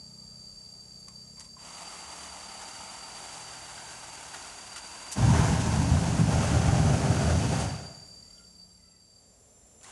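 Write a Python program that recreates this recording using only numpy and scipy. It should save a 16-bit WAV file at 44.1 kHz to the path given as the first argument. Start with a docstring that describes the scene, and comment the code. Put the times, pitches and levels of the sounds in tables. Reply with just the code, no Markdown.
"""Insects shrill around a concrete yard, over a faint far engine and open air.
A hand-held nozzle spits, pops clear and sprays a hissing fuel mist. A lighter sets it off:
pockets of mist thump, eddies shake the roar and sizzle, and the flame dies at fuel shut-off.
A far rooster and a small bird call faintly. At the end the spray starts again."""
import sys
import numpy as np
from scipy import signal
from scipy.fft import rfft, irfft, next_fast_len
from scipy.io import wavfile
from scipy.ndimage import uniform_filter1d

SR = 44100
rng = np.random.default_rng(int(sys.argv[2]) if len(sys.argv) > 2 else 0)


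def bounce(signal):
    """Save signal as a 16-bit WAV file at the path given by the first command-line argument."""
    frames = np.transpose(np.atleast_2d(signal))
    limited = np.clip(frames, -1, 1)
    pcm = np.round(limited * 32767).astype(np.int16)
    wavfile.write(sys.argv[1], SR, pcm)


N = 437031
T = np.arange(N) / SR

# insect chorus level, fading out near the end: t/s, level/dB, pulse depth of the nearest singer/0-1
INSECT_LEVEL = [(0, -52.5, .3), (3.5, -52, .45), (4.2, -56.5, .6), (5, -51.5, .85), (5.6, -55, .5),
                (6.4, -54.5, .5), (7.85, -50, .4), (8.7, -61, .6), (9.2, -63, .5), (9.6, -88, .4)]
# far chorus: f/Hz, level/dB
CHORUS_SPECTRUM = [(2000, -80), (4250, -50), (4410, -26), (4520, -17), (4590, -6), (4665, -1), (4710, -7),
                   (4755, -18), (5100, -34), (5450, -23), (5570, -18), (5700, -31), (5900, -46),
                   (9000, -80)]
# singers joining in: start/s, end/s, fade/s, f/Hz, level/dB
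TRILL_NOTES = [(-.5, 1.5, .5, 4592, -56), (1.4, 4.9, .6, 4590, -64), (8.58, 8.655, 0.012, 4625, -53.5)]
# insects buzzing higher up: start/s, end/s, fade/s, f/Hz, glide/(Hz/s), level/dB
BUZZ_NOTES = [(-.5, 2.4, .6, 6680, -50, -64), (3.5, 8.65, 0.62, 6735, 22, -62),
              (7.6, 8.94, .5, 5580, -0.5, -71), (9, 11, 0.86, 7110, 169, -60.5),
              (-2, 5.7, 1.8, 7525, -6, -61), (2.5, 12.4, 4, 7465, 5, -63.5)]
# tiny insects at the very top: f/Hz, level/dB
SHIMMER_SPECTRUM = [(6000, -50), (9200, -14), (10300, 3), (11200, -2), (12300, -20)]
# far engine speeding up and easing off: t/s, firing rate/Hz, level/dB
ENGINE_RUN = [(0, 32, -56), (.42, 31.7, -57), (.7, 30.5, -59.5), (1.15, 31.4, -57.5), (2, 35.23, -63),
              (3.1, 38.77, -61), (4, 42.4, -62), (4.7, 37.5, -67), (8.6, 35.2, -63.5), (9.5, 35.56, -79)]
# exhaust resonances: f/Hz, half width/Hz, weight/dB
EXHAUST_MODES = [(123, 10.5, 1), (160, 10.5, -0.5), (186.7, 11.4, 1.5), (225, 13, -3)]
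# engine machinery: f/Hz, level/dB
WHIR_SPECTRUM = [(150, -26), (400, 7), (500, -23), (620, 7), (760, -55), (880, 10.5), (1050, -19),
                 (1250, 6.5), (1600, -43), (5000, -66)]
# open-air background: t/s, level/dB
AIR_LEVEL = [(0, -59), (7.5, -57.5), (8.3, -59), (9, -64), (9.35, -62), (9.9, -59.5)]
# open-air background: f/Hz, level/dB
AIR_SPECTRUM = [(20, -27), (45, 0), (80, 0.5), (140, -7.5), (250, -8), (340, -15.5), (420, -12.5),
                (640, -12), (850, -19.5), (1600, -25), (4700, -26.5), (5800, -16.5), (10400, -22),
                (12300, -37)]
# mid-range background rising near the end: f/Hz, level/dB
LATE_MID_SPECTRUM = [(150, -28), (330, -16), (420, 0), (660, 0), (850, -9), (1600, -22), (5000, -35)]
# nozzle spits: t/s, level/dB, decay/s, body f/Hz, body/dB, fizz/dB
NOZZLE_SPITS = [(1.076, -57, 0.021, 1060, -1, -14), (1.083, -43, 0.0025, 1070, -16, 0.5),
                (1.369, -51, 0.022, 1030, -7, -7), (1.396, -41, .002, 1100, -14, 1),
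                (1.404, -44, .014, 980, -7, -2), (1.44, -54, 0.027, 1050, -9, -1),
                (2.612, -48, .008, 1700, 0, -2), (3.532, -47, 0.013, 1550, 0, -9),
                (3.776, -46, .012, 1555, 1, -9), (3.8, -47, .008, 1600, 0, -9),
                (3.889, -46, .005, 1500, 2, -6), (6.425, -39, .03, 1600, -2, -2),
                (7.598, -39.5, 0.026, 1400, -4, 0.5), (7.645, -44, 0.0083, 1402, -10, -3),
                (9.811, -56, 0.0052, 1199, -4, 0), (9.83, -55, .01, 1990, -7, 4),
                (9.842, -50, .006, 2000, -4, 0.5)]
# fizz of spits and sparks: f/Hz, level/dB
FIZZ_SPECTRUM = [(500, -25), (1800, -7), (3000, -3.5), (4200, -1.5), (6500, 6), (9000, 4), (10800, -2),
                 (12300, -34)]
# echoes off nearby things: delay/s, level/dB
REFLECTIONS = [(.0065, -24), (.0077, -25), (.0101, -20), (.0178, -17)]
# valve openings: t/s, build-up/s, level/dB
VALVE_OPENINGS = [(1.56, 0.1, -46), (9.815, 0.08, -46.5)]
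# hiss of the mist: f/Hz, level/dB
MIST_SPECTRUM = [(40, -25), (150, -12), (300, -8), (540, -9), (680, 0), (880, -2), (1080, -3.5), (1400, -7),
                 (1720, -9.5), (2000, -6.5), (2500, -8.5), (4000, -11), (5100, -11), (6600, -5.5),
                 (10300, -12), (12300, -34.5)]
# shifting resonant peaks in the spray's hiss: t/s, low f/Hz, middle f/Hz, high f/Hz
HISS_PEAK_TRACKS = [(1.7, 900, 1200, 2870), (2.2, 879, 1230, 2890), (2.6, 860, 1330, 2880),
                    (3.3, 859.6, 1350, 2880), (3.7, 860, 1500, 2830), (4.7, 899.5, 1450, 2760),
                    (5.05, 1002, 1500, 2740)]
# hiss peaks, low to high: width/Hz, level re hiss/dB
HISS_PEAK_SHAPES = [(190, -9.5), (320, -12), (300, -15.5)]
# fuel pressure swells: t/s, half width/s, gain/dB
PRESSURE_SWELLS = [(3.28, 0.13, 1), (4.25, .2, 0.5)]
# lighter strikes: t/s, level/dB, decay/s, body f/Hz, body/dB, fizz/dB
LIGHTER_STRIKES = [(4.339, -43.5, .008, 1500, 3, -11), (4.759, -38.5, 0.0076, 1352, -3, -2.5),
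                   (4.776, -42, .008, 1395, -7, -4), (5.114, -38.5, 0.0069, 6540, -5, -6),
                   (5.12, -34.5, 0.014, 6540, -5.5, -7)]
# rumble of the fireball: f/Hz, level/dB
RUMBLE_SPECTRUM = [(20, -23), (40, -16), (62, -10), (80, 5), (96, -5), (110, 3.5), (135, 0.5), (160, 0),
                   (195, -6), (240, -10), (300, -13.5), (360, -26.5), (600, -38), (2000, -80)]
# rumble heaving and sinking: t/s, half width/s, gain/dB
RUMBLE_HEAVES = [(5.27, .06, 1), (5.59, 0.049, -5.5), (6.17, .11, 2), (6.87, 0.11, 2.5), (7.01, 0.048, -4)]
# vigour of burning (surge, lull, second surge): t/s, gain/dB
BURN_VIGOUR = [(5.2, 1), (5.27, 0.3), (5.34, 5), (5.44, 5.5), (5.53, 2), (5.8, -0.8), (5.93, -1.8),
               (6.28, -1.8), (6.33, 1), (6.45, 2.5), (6.8, 0.2), (7.15, 0.5), (7.6, -1)]
# flame billows and lulls: t/s, half width/s, gain/dB
FLAME_BILLOWS = [(5.72, 0.027, 1.5), (6.53, .025, 0), (6.68, .03, 0.9), (7.0, 0.027, -1), (7.32, .025, 1.5),
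                 (7.38, .02, -1), (7.475, .025, -1), (7.555, 0.04, 2.5)]
# brighter early roar: f/Hz, level/dB
EARLY_ROAR_SPECTRUM = [(150, 3), (225, 7), (300, 1.5), (350, -7), (395, 2.5), (440, -5.5), (487, 0.5),
                       (532, -7), (620, 0), (950, 2.5), (1080, -2), (1175, -9), (1530, -5.5), (1900, -12.5),
                       (3000, -20.5), (8000, -38)]
# darker later roar: f/Hz, level/dB
LATE_ROAR_SPECTRUM = [(150, -8), (265, -4), (320, -0.5), (355, -4.5), (397, 3.5), (435, -5.5), (560, 1),
                      (670, 3), (860, -1), (1020, -9), (1180, -7), (1430, -6.5), (1900, -14), (3000, -21),
                      (8000, -54)]
# sizzle of the flame: f/Hz, level/dB
SIZZLE_SPECTRUM = [(700, -27), (1700, -4), (2700, 1), (3800, -3.5), (5000, -1.5), (6300, 2.5), (7600, -2),
                   (9000, -5), (10300, -6), (12300, -28.5)]
# large mist pockets flaring: t/s, peak/dB
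POCKET_FLARES = [(5.253, -14), (5.312, -17), (5.672, -18.5), (5.917, -9.5), (6.684, -11.5), (6.732, -16),
                 (6.806, -15)]
# rooster syllables: start/s, end/s, f/Hz, glide/(Hz/s), levels of harmonics 2, 3, 4/dB
CROW_SYLLABLES = [(8.21, 8.35, 648, 400, -82, -74, -78), (8.33, 8.45, 706, -60, -72, -81, -83),
                  (8.768, 8.98, 677, -70, -81, -79.5, -77)]
# small bird's chips: t/s, level/dB
BIRD_CHIPS = [(8.305, -65), (8.382, -55), (8.441, -63)]

IGNITE_S, SHUTOFF_S = 5.155, 7.618


def undb(db):
    """Decibels to gain."""
    return 10 ** (np.asarray(db) / 20)


def unit(x):
    """Scale to rms 1."""
    return x / np.sqrt(np.mean(x ** 2))


def curves(rows):
    """Each column of a timed table, per sample."""
    times_s, *columns = np.transpose(rows)
    return [np.interp(T, times_s, column) for column in columns]


def colour(x, spectrum):
    """Filter by a (f/Hz, level/dB) spectrum; rms 1."""
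    size = next_fast_len(N)
    hz, db = np.transpose(spectrum)
    bins_hz = np.maximum(np.fft.rfftfreq(size, 1 / SR), 1)
    gain = undb(np.interp(np.log(bins_hz), np.log(hz), db))
    return unit(irfft(rfft(x, size) * gain, size)[:N])


def noise():
    """White noise."""
    return rng.standard_normal(N)


def walk(rate_hz):
    """Smooth random drift; rms 1."""
    drift = np.interp(T * rate_hz, np.arange(N), noise())
    return unit(uniform_filter1d(drift, max(1, int(SR / rate_hz / 2))))


def grains(rate_hz, spread_db):
    """Random impulses of uneven size; rms 1."""
    impulses = (rng.random(N) < rate_hz / SR) * np.sign(noise())
    return unit(impulses * undb(spread_db * np.clip(noise(), -2, 2)))


def phase_of(hz):
    """Phase/rad of a moving frequency."""
    return 2 * np.pi * np.cumsum(hz) / SR


def since(t_s):
    """Seconds since t_s; zero before."""
    return np.maximum(T - t_s, 0)


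def build_up(start_s, rise_s):
    """Gain rising from 0, settling at 1."""
    return 1 - np.exp(-since(start_s) / rise_s)


def hold(start_s, end_s, fade_s):
    """Gain: fade in, hold, fade out."""
    return np.clip(np.minimum(T - start_s, end_s - T) / fade_s, 0, 1)


def swell(centre_s, half_width_s):
    """Bell-shaped gain."""
    return np.exp(-((T - centre_s) / half_width_s) ** 2)


def swells_db(rows):
    """Sum of brief rises and dips."""
    return sum(db * swell(t_s, half_width_s) for t_s, half_width_s, db in rows)


def singer(hz, waver_hz=8):
    """One insect's nearly pure, unsteady note."""
    return unit(np.sin(phase_of(hz + waver_hz * walk(24)))) * undb(0.4 * walk(25))


def buzzer(hz, stroke_hz=38, join_s=0.0087):
    """Each wing stroke restarts a high note at random phase; the joins stutter."""
    stroke = np.floor(stroke_hz * T + .4 * walk(20)).astype(int)
    offset = 2 * np.pi * rng.random(N)[stroke]
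    along, across = uniform_filter1d([np.cos(offset), np.sin(offset)], int(join_s * SR))
    phase = phase_of(hz + 10 * walk(120))
    note = along * np.sin(phase) + across * np.cos(phase)
    return unit(note * undb(1.7 * walk(110)))


def insects(stroke_hz=36.3, chorus_db=-2, nearest_db=-1):
    """A far chorus blurs into a narrow band; near singers beat against it, others buzz above."""
    level_db, depth = curves(INSECT_LEVEL)
    wing_pulse = unit(1 + depth * np.sin(phase_of(stroke_hz + 0.59 * walk(12))))
    chorus = undb(chorus_db) * colour(noise(), CHORUS_SPECTRUM)
    nearest = undb(nearest_db) * wing_pulse * singer(hz=4676)
    out = (chorus + nearest) * undb(level_db)
    for start_s, end_s, fade_s, hz, db in TRILL_NOTES:
        out += singer(hz) * hold(start_s, end_s, fade_s) * undb(db)
    for start_s, end_s, fade_s, hz, glide_hz_per_s, db in BUZZ_NOTES:
        out += buzzer(hz + glide_hz_per_s * since(start_s)) * hold(start_s, end_s, fade_s) * undb(db)
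    return out


def shimmer(re_air_db=-13, flutter_db=2.6):
    """Tiny insects: fluttering noise in the top treble."""
    air_db, = curves(AIR_LEVEL)
    return colour(noise(), SHIMMER_SPECTRUM) * undb(air_db + re_air_db + flutter_db * walk(200))


def engine(jitter=.002, scatter_db=1, whir_db=-14.5, drone_db=-59.5):
    """Firing harmonics swell as they pass exhaust resonances, over a machinery whir."""
    firing_hz, level_db = curves(ENGINE_RUN)
    phase = phase_of(firing_hz * (1 + jitter * walk(15)))
    exhaust, power = np.zeros((2, N))
    for k in range(2, 9):
        weight = sum(undb(db) * np.exp(-((k * firing_hz - hz) / half_width_hz) ** 2)
                     for hz, half_width_hz, db in EXHAUST_MODES)
        exhaust += weight * np.cos(k * phase)
        power += weight ** 2 / 2
    whir = undb(whir_db) * colour(noise(), WHIR_SPECTRUM)
    boom = exhaust / np.sqrt(power) * undb(scatter_db * walk(25))
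    drone = unit(np.cos(2 * phase)) * swell(centre_s=2.24, half_width_s=0.215) * undb(drone_db)
    return (boom + whir) * undb(level_db) + drone


def open_air(late_mid_db=-68):
    """Gently swelling background; near the end it grows fuller in the mids."""
    air_db, = curves(AIR_LEVEL)
    late_mid = colour(noise(), LATE_MID_SPECTRUM) * build_up(start_s=9.05, rise_s=.15) * undb(late_mid_db)
    return colour(noise(), AIR_SPECTRUM) * undb(air_db + .5 * walk(2.4)) + late_mid


def puffs(rows, rise_s, q):
    """Nozzle spits or lighter sparks: bright fizz over a resonance and its weaker octave."""
    out = np.zeros(N)
    white = noise()
    fizz = colour(white, FIZZ_SPECTRUM)
    for t_s, db, decay_s, body_hz, body_db, fizz_db in rows:
        span = slice(int(t_s * SR), int(t_s * SR) + SR // 2)
        age_s = T[span] - T[span][0]
        low, octave = (signal.lfilter(*signal.iirpeak(hz, q, fs=SR), white[span])
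                       for hz in (body_hz, 2 * body_hz))
        puff = undb(body_db) * unit(low + .25 * octave) + undb(fizz_db) * fizz[span]
        envelope = (1 - np.exp(-age_s / rise_s)) * np.exp(-age_s / decay_s)
        out[span] += undb(db) * envelope / envelope.max() * puff
    return out


def echoes(x):
    """Early reflections ripple the spectrum."""
    reflected = sum(undb(db) * np.interp(T - delay_s, T, x, left=0) for delay_s, db in REFLECTIONS)
    return (x + reflected) / np.sqrt(1 + sum(undb(db) ** 2 for _, db in REFLECTIONS))


def hiss_peak(hz, width_hz):
    """Noise band around a moving centre; rms 1."""
    skirt = [(k * width_hz, db) for k, db in [(.25, 0), (.5, -3), (1, -14), (4, -60), (8, -100)]]
    phase = phase_of(hz)
    return colour(noise(), skirt) * np.cos(phase) + colour(noise(), skirt) * np.sin(phase)


def spray(sag_db_per_s=.05, release_db_per_s=58):
    """The jet hisses and tears into droplets; resonant peaks shift in the hiss."""
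    flow = np.zeros(N)
    for t_s, rise_s, db in VALVE_OPENINGS:
        closing_db = release_db_per_s * since(SHUTOFF_S) * (t_s < SHUTOFF_S)
        flow += build_up(t_s, rise_s) * undb(db - sag_db_per_s * since(t_s) - closing_db)
    jet = colour(noise() + 0.5 * grains(rate_hz=1100, spread_db=3), MIST_SPECTRUM)
    for hz, (width_hz, db) in zip(curves(HISS_PEAK_TRACKS), HISS_PEAK_SHAPES):
        jet += undb(db) * hiss_peak(hz, width_hz)
    return jet * flow * undb(swells_db(PRESSURE_SWELLS) + .5 * walk(9) + 0.85 * walk(90))


def nozzle_pop(t_s=1.568, hz=1040, decay_s=0.0073, db=-45):
    """The nozzle clears with a round, damped ring."""
    age_s = since(t_s)
    return undb(db) * np.exp(-age_s / decay_s) * np.sin(2 * np.pi * hz * age_s)


def burning(catch_s, release_db_per_s):
    """Gain: catches at ignition, holds while fuel flows, dies after shut-off."""
    return build_up(IGNITE_S, catch_s) * undb(-release_db_per_s * since(SHUTOFF_S))


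def fireball(base_db=-24, whump_db=4, whump_s=0.14, starve_db=-3.5, starve_s=0.49):
    """Mist pockets ignite and expand; their low thumps merge into a rumble."""
    whump = np.exp(-since(IGNITE_S) / whump_s)  # mist already in the air burns off first
    starve = np.minimum(since(SHUTOFF_S - starve_s) / starve_s, 1)  # shrinks just before shut-off
    level_db = base_db + whump_db * whump + starve_db * starve
    heave_db = swells_db(RUMBLE_HEAVES) + 0.66 * walk(22)
    rumble = colour(grains(rate_hz=2600, spread_db=3), RUMBLE_SPECTRUM)
    return rumble * burning(catch_s=.035, release_db_per_s=70) * undb(level_db + heave_db)


def flame(roar_db=-33.5, sizzle_db=-40.5, darken_start_s=5.75, darken_s=0.72):
    """Eddies shake roar and sizzle together; a brighter early roar crossfades into a darker one."""
    vigour_db = curves(BURN_VIGOUR)[0] + swells_db(FLAME_BILLOWS)
    eddies = walk(70)
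    late_share = np.minimum(since(darken_start_s) / darken_s, 1)
    early, late = (colour(noise() + 0.5 * grains(rate_hz=900, spread_db=7.5), spectrum)
                   for spectrum in (EARLY_ROAR_SPECTRUM, LATE_ROAR_SPECTRUM))
    roar = np.sqrt(1 - late_share) * early + np.sqrt(late_share) * late
    sizzle = colour(noise() + 0.47 * grains(rate_hz=900, spread_db=4), SIZZLE_SPECTRUM)
    roar *= undb(roar_db + vigour_db + 0.93 * eddies + .5 * walk(14))
    sizzle *= undb(sizzle_db + 0.49 * vigour_db + .5 * eddies + .5 * walk(110))
    return (roar + sizzle) * burning(catch_s=0.016, release_db_per_s=64)


def flares(hz=115, half_width_s=0.0047):
    """The largest mist pockets flare as single thumps."""
    return sum(undb(peak_db) * swell(t_s, half_width_s) * np.cos(2 * np.pi * hz * (T - t_s))
               for t_s, peak_db in POCKET_FLARES)


def far_off(x, t60_s, wet):
    """Walls and trees scatter a distant call into a short blur."""
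    age_s = T[:SR // 2]
    tail = rng.standard_normal(len(age_s)) * undb(-60 * age_s / t60_s)
    scattered = signal.fftconvolve(x, tail / np.linalg.norm(tail))[:N]
    return (x + wet * scattered) / np.hypot(1, wet)


def rooster(jitter=0.016, rasp_db=4.5):
    """Hoarse far crow: three gliding harmonics, rough in pitch and level."""
    crow = np.zeros(N)
    for start_s, end_s, hz, glide_hz_per_s, *levels_db in CROW_SYLLABLES:
        pitch_hz = hz + glide_hz_per_s * np.clip(T - start_s, 0, end_s - start_s)
        phase = phase_of(pitch_hz * (1 + jitter * walk(270)))
        call = sum(undb(db + rasp_db * walk(40)) * np.sin(k * phase) for k, db in enumerate(levels_db, 2))
        crow += np.sqrt(2) * call * hold(start_s, end_s, fade_s=.04)
    return far_off(crow, t60_s=0.35, wet=0.84)


def small_bird(centre_hz=3100, sweep_hz=350, half_width_s=0.003):
    """Three quick chips, each falling in pitch."""
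    chips = np.zeros(N)
    for t_s, db in BIRD_CHIPS:
        pitch_hz = centre_hz - sweep_hz * np.tanh((T - t_s) / half_width_s)
        chips += undb(db) * swell(t_s, half_width_s) * np.sin(phase_of(pitch_hz))
    return far_off(chips, t60_s=0.11, wet=0.69)


def scene():
    """Burner in front, yard and creatures behind."""
    spits = puffs(NOZZLE_SPITS, rise_s=.0007, q=10)
    lighter = puffs(LIGHTER_STRIKES, rise_s=0.005, q=3.55)
    burner = echoes(spits + spray() + nozzle_pop() + lighter + flame()) + fireball() + flares()
    yard = insects() + shimmer() + engine() + open_air() + rooster() + small_bird()
    return (burner + yard)[None]


def record(dry, low_hz=37, top_hz=11900):
    """Mono phone microphone: loses the deepest bass and the top."""
    low_cut = signal.butter(7, low_hz, "high", fs=SR, output="sos")
    top_cut = signal.ellip(10, .2, 80, top_hz, fs=SR, output="sos")
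    return signal.sosfilt(top_cut, signal.sosfilt(low_cut, dry))


dry = scene()
out = record(dry)
bounce(out)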